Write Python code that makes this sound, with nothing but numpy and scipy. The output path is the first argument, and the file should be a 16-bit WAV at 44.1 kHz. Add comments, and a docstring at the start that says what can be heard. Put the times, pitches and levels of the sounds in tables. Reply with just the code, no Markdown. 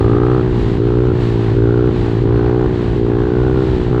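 """First come the thump and rasp of a small single-cylinder dirt bike pulling through gusts of wind,
heard from the rider's chest on lake ice. The throttle is open six times: suction pulses thump and
excite a resonance in the airbox. In between, the engine burbles and clatters and the slack chain
whirrs. The silencer booms at twice the firing rate, studded tyres hiss on the ice, and turbulent
air buffets the microphone."""
import sys
import numpy as np
from scipy import signal
from scipy.fft import rfft, irfft
from scipy.io import wavfile
from scipy.ndimage import uniform_filter1d, minimum_filter1d

SR = 44100
rng = np.random.default_rng(int(sys.argv[2]) if len(sys.argv) > 2 else 0)


def store_pcm(level_fs):
    """Save levels as 16-bit WAV."""
    pcm = np.round(np.clip(level_fs, -1, 1) * 32767).astype(np.int16)
    wavfile.write(sys.argv[1], SR, np.atleast_2d(pcm).T)


N = 176400
T = np.arange(N) / SR

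# strength of the wind (time [s], relative level [dB])
WIND_ENVELOPE = [(0, -6.5), (.45, -13), (.63, -7.5), (.9, -15.5), (1.22, -12), (1.33, -15), (1.48, -14.5),
                 (1.6, -13), (1.92, -13), (2.02, -10), (2.16, -14.5), (2.25, -9), (2.48, -15), (2.72, -12),
                 (3.45, -13.5), (3.74, -10.5), (3.86, -11), (4, -16)]
# wind buffeting (frequency [Hz], relative level [dB])
WIND_SPECTRUM = [(10, -8), (25, -18.5), (45, 3.5), (80, 0.5), (130, -2), (220, -6), (330, -11.5),
                 (600, -36), (2000, -85)]
# tyres on ice and engine clatter (frequency [Hz], relative level [dB])
ROLLING_SPECTRUM = [(100, -6), (200, 3), (360, 1), (520, -4), (780, -2), (1000, -5), (1500, -9),
                    (2200, -16), (2900, -15), (4200, -19), (5300, -31), (7300, -35), (10000, -52),
                    (15000, -70)]
# strength of the chain and stud whirr (time [s], relative level [dB])
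WHIRR_ENVELOPE = [(0, -36.5), (.2, -41), (.38, -37.5), (.46, -43.5), (.6, -33), (.76, -35), (.83, -52.5),
                  (1.13, -45), (1.22, -31.5), (1.55, -38.5), (1.64, -49), (1.9, -45.5), (1.97, -34),
                  (2.23, -40), (2.3, -55.5), (2.68, -42), (2.82, -36), (2.98, -39), (3.05, -54),
                  (3.62, -36), (3.7, -34), (3.84, -36), (3.93, -42), (4, -40)]
# ticks of chain and studs (frequency [Hz], relative level [dB])
WHIRR_SPECTRUM = [(300, -12), (700, 2), (1000, 3), (1350, 1), (1750, 2), (2300, -1), (2900, 1), (4200, -2),
                  (5300, -13), (6300, -17), (7400, -16), (9000, -25), (11300, -33), (12200, -28),
                  (15000, -48)]
# boom of the silencer (time [s], level [dB])
BOOM_ENVELOPE = [(0, -16), (.35, -12.5), (.6, -23), (.87, -15.5), (1.2, -17), (1.5, -15.5), (1.8, -13),
                 (2, -19.5), (2.35, -15), (2.65, -17.5), (2.76, -22), (3, -17), (3.25, -20), (3.48, -15.5),
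                 (3.75, -23.5), (4, -16.5)]
# mechanical clatter while coasting (frequency [Hz], relative level [dB])
CLATTER_SPECTRUM = [(400, -20), (650, -2), (780, 1), (1000, -1), (1300, -9), (1750, -7), (2200, -15),
                    (4000, -32), (9000, -70)]
# growl of the intake (frequency [Hz], relative level [dB])
GROWL_SPECTRUM = [(300, -22), (520, -8), (640, -6), (780, 1.5), (900, -4), (1060, -4), (1300, -10),
                  (1700, -12), (2200, -22), (4500, -40), (9000, -75)]
# one firing leaving airbox and silencer
# (frequency [Hz], relative level pulling [dB], relative level coasting [dB])
FIRING_SPECTRA = [(20, -39.5, -53.5), (59.4, -22, -32.5), (122, -32.5, -33), (167, -30, -22.5),
                  (243, -24, -25.5), (297.6, -17.5, -21), (380, -14.5, -15.5), (422, -16.5, -22),
                  (485.3, -27.5, -29), (558, -35, -41.5), (626, -53.5, -37), (1000, -93, -89.5),
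                  (3950, -100, -100)]
# engine speed (time [s], firing rate [Hz])
FIRING_RATE = [(0.0, 55.08), (0.27, 61.19), (0.41, 63.53), (0.57, 58.73), (0.73, 56.22), (0.85, 58.64),
               (1.11, 62.31), (1.25, 58.26), (1.52, 55.4), (1.62, 57.18), (1.89, 61.23), (2.19, 54.71),
               (2.3, 58.39), (2.4, 58.3), (2.68, 62.6), (2.8, 58.65), (2.92, 57.42), (3.18, 58.85),
               (3.65, 65.51), (3.76, 61.41), (3.89, 58.88), (4.0, 61.1)]
# throttle openings (open [s], shut [s], build-up [s], thump level [dB], rasp level [dB],
# first rasp resonance [Hz], last rasp resonance [Hz], growl level [dB])
THROTTLE_OPENINGS = [(-.15, 0.417, 0.14, -13, -31.5, 1220, 1285, -28),
                     (0.782, 1.129, 0.12, -15, -40, 1370, 1350, -35),
                     (1.546, 1.903, 0.11, -13.5, -37, 1505, 1340, -34.5),
                     (2.209, 2.677, 0.13, -15, -46.5, 1595, 1420, -30),
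                     (2.953, 3.659, 0.18, -15.5, -39.5, 1730, 1347, -32),
                     (3.905, 4.192, 0.048, -15.5, -35.5, 1350, 1280, -30.5)]

PULL_PHASE, COAST_PHASE = .3524, .58  # where the pulse starts, as a fraction of the engine cycle
OPEN_S, SHUT_S = .03, .02
WIND_DB, ROLLING_DB, WHIRR_DB, BURBLE_DB, CLATTER_DB = -7.5, -33.5, -5.5, -18, -34


def amp(db):
    """The decibel scale: 20 dB is a factor of ten in amplitude."""
    return 10 ** (np.asarray(db) / 20)


def unit_rms(x):
    """Normalisation to unit mean power."""
    return x / np.sqrt(np.mean(x ** 2) + 1e-20)


def curve(points):
    """Linear interpolation between (time, value) points."""
    return np.interp(T, *np.transpose(points))


def colour(x, points, size=8192):
    """Minimum-phase filtering by a (frequency, level) response; output at rms 1."""
    hz, db = np.transpose(points)
    bin_hz = abs(np.fft.fftfreq(size, 1 / SR))
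    log_gain = np.log(amp(np.interp(np.log(bin_hz + 1), np.log(hz), db)))
    response = np.exp(np.conj(signal.hilbert(log_gain)))
    ring = np.fft.ifft(response).real[:size // 2]
    padded = np.r_[x[:size][::-1], x]
    return unit_rms(signal.fftconvolve(padded, ring)[size:size + N])


def drift(hz):
    """Low-pass filtering turns noise into a slow fluctuation of rms 1."""
    low_pass = np.exp(-(np.fft.rfftfreq(N, 1 / SR) / hz) ** 2)
    return unit_rms(irfft(rfft(rng.standard_normal(N)) * low_pass, N))


def resonate(x, hz, width_hz):
    """Resonance at a moving frequency, applied twice for steep sides."""
    carrier = np.exp(2j * np.pi * np.cumsum(hz) / SR)
    pole = np.exp(-np.pi * width_hz / SR)
    baseband = signal.lfilter([1], np.poly([pole, pole]), x / carrier)
    return unit_rms((carrier * baseband).real)


def duct_echoes(x, delays_s=(.0011, .0026), reflection=.55):
    """All-pass reflections in the ducts smear each pulse without colouring it."""
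    for delay_s in delays_s:
        feedback = np.r_[1, np.zeros(round(delay_s * SR)), -reflection]
        x = signal.lfilter(feedback[::-1], feedback, x)
    return x


def opening(start, stop, rise_s):
    """Trapezoidal envelope, 0 to 1, of one twist of the throttle."""
    return np.clip((T - start + OPEN_S / 2) / rise_s, 0, 1) * np.clip((stop - T) / SHUT_S + .5, 0, 1)


def firings(cycles, phase, uneven_db, jitter_s):
    """A quasi-periodic impulse train: one suction pulse per cycle, varying in strength and timing."""
    due = np.arange(int(cycles[-1] - phase) + 1) + phase
    strength, lateness = rng.standard_normal((len(due), 2)).T
    at = np.clip((np.interp(due, cycles, T) + jitter_s * lateness) * SR, 0, N - 2)
    sample, fraction = at.astype(int), at % 1
    size = amp(uneven_db * strength)
    return -np.bincount(sample, size * (1 - fraction), N) - np.bincount(sample + 1, size * fraction, N)


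def puffs(cycles, phase, spread, noise_share):
    """Once per cycle, a sharp pulse inside a burst of noise; being incoherent, their powers add."""
    offset = (cycles - phase + .5) % 1 - .5
    bursts = unit_rms(np.exp(-.5 * (offset / spread) ** 2) * rng.standard_normal(N))
    pulses = unit_rms(firings(cycles, phase, uneven_db=.8, jitter_s=0))
    return np.sqrt(noise_share) * bursts + np.sqrt(1 - noise_share) * pulses


def wind(gust_db=.5):
    """Turbulent pressure fluctuations at the microphone make a lumpy, low buffeting."""
    level_db = WIND_DB + curve(WIND_ENVELOPE) + gust_db * drift(hz=18)
    return amp(level_db) * colour(rng.standard_normal(N), WIND_SPECTRUM)


def rolling(cycles, throb_depth=.083, waver_db=.8):
    """Broadband tyre rush and engine clatter, slightly amplitude-modulated at the firing rate."""
    throb = 1 + throb_depth * np.cos(2 * np.pi * (cycles - COAST_PHASE))
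    level_db = ROLLING_DB + waver_db * drift(hz=14)
    return amp(level_db) * colour(throb * rng.standard_normal(N), ROLLING_SPECTRUM)


def chain_whirr(ticks_per_s=1800, tick_spread_db=3, tick_share=.4, waver_db=.6):
    """Shot noise: dense ticks of chain and tyre studs merge, loudest when the chain is slack."""
    hits = rng.random(N) < ticks_per_s / SR
    strength = amp(tick_spread_db * np.minimum(rng.exponential(1, N), 4))
    ticks = unit_rms(hits * strength * rng.choice([-1, 1], N))
    grain = np.sqrt(tick_share) * ticks + np.sqrt(1 - tick_share) * rng.standard_normal(N)
    level_db = WHIRR_DB + curve(WHIRR_ENVELOPE) + waver_db * drift(hz=14)
    return amp(level_db) * colour(grain, WHIRR_SPECTRUM)


def silencer_boom(cycles, shut, lag_cycles=.074):
    """Forced oscillation: the silencer swings twice per firing, locked to the pulse that drives it."""
    phase = PULL_PHASE + (COAST_PHASE - PULL_PHASE) * shut + lag_cycles
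    return amp(curve(BOOM_ENVELOPE)) * np.sqrt(2) * np.cos(2 * np.pi * 2 * (cycles - phase))


def engine_coasting(cycles, shut):
    """Throttle shut: cycle-to-cycle variation makes softer pulses burble over a loose clatter."""
    pulses = firings(cycles, COAST_PHASE, uneven_db=.9, jitter_s=.00007)
    burble = colour(pulses, np.array(FIRING_SPECTRA)[:, [0, 2]])
    knocks = puffs(cycles, phase=.6, spread=.45, noise_share=.5)
    clatter = colour(duct_echoes(knocks), CLATTER_SPECTRUM)
    return shut * (amp(BURBLE_DB) * burble + amp(CLATTER_DB) * clatter)


def engine_pulling(cycles):
    """Throttle open: even pulses thump at once; gulps of air build a growl and a resonant airbox rasp."""
    pulses = firings(cycles, PULL_PHASE, uneven_db=.45, jitter_s=.00003)
    thump = colour(pulses, np.array(FIRING_SPECTRA)[:, [0, 1]])
    rasp_air = puffs(cycles, phase=.48, spread=.2, noise_share=.3)
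    growl_air = puffs(cycles, phase=.37, spread=.25, noise_share=.3)
    growl = colour(duct_echoes(growl_air), GROWL_SPECTRUM)
    out = np.zeros(N)
    for start, stop, build_s, thump_db, rasp_db, first_hz, last_hz, growl_db in THROTTLE_OPENINGS:
        rasp = resonate(rasp_air, np.interp(T, [start, stop], [first_hz, last_hz]), width_hz=240)
        out += amp(thump_db) * opening(start, stop, OPEN_S) * thump
        out += opening(start, stop, build_s) * (amp(rasp_db) * rasp + amp(growl_db) * growl)
    return out


def scene():
    """Superposition of engine, tyres, chain and wind, in mono."""
    cycles = np.cumsum(curve(FIRING_RATE)) / SR
    shut = 1 - sum(opening(start, stop, OPEN_S) for start, stop, *_ in THROTTLE_OPENINGS)
    engine = engine_pulling(cycles) + engine_coasting(cycles, shut) + silencer_boom(cycles, shut)
    return (engine + rolling(cycles) + chain_whirr() + wind())[None]


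def record(dry):
    """Peak limiting by a smoothed gain, then band limiting by a low-pass filter."""
    ceiling, cutoff_hz = .78, 15350
    needed_gain = ceiling / np.maximum(abs(dry), ceiling)
    gain = uniform_filter1d(minimum_filter1d(needed_gain, size=900), size=700)
    low_pass = signal.firwin(511, cutoff_hz, window=("kaiser", 9), fs=SR)
    return signal.oaconvolve(dry * gain, low_pass[None], "same")


dry = scene()
out = record(dry)
store_pcm(out)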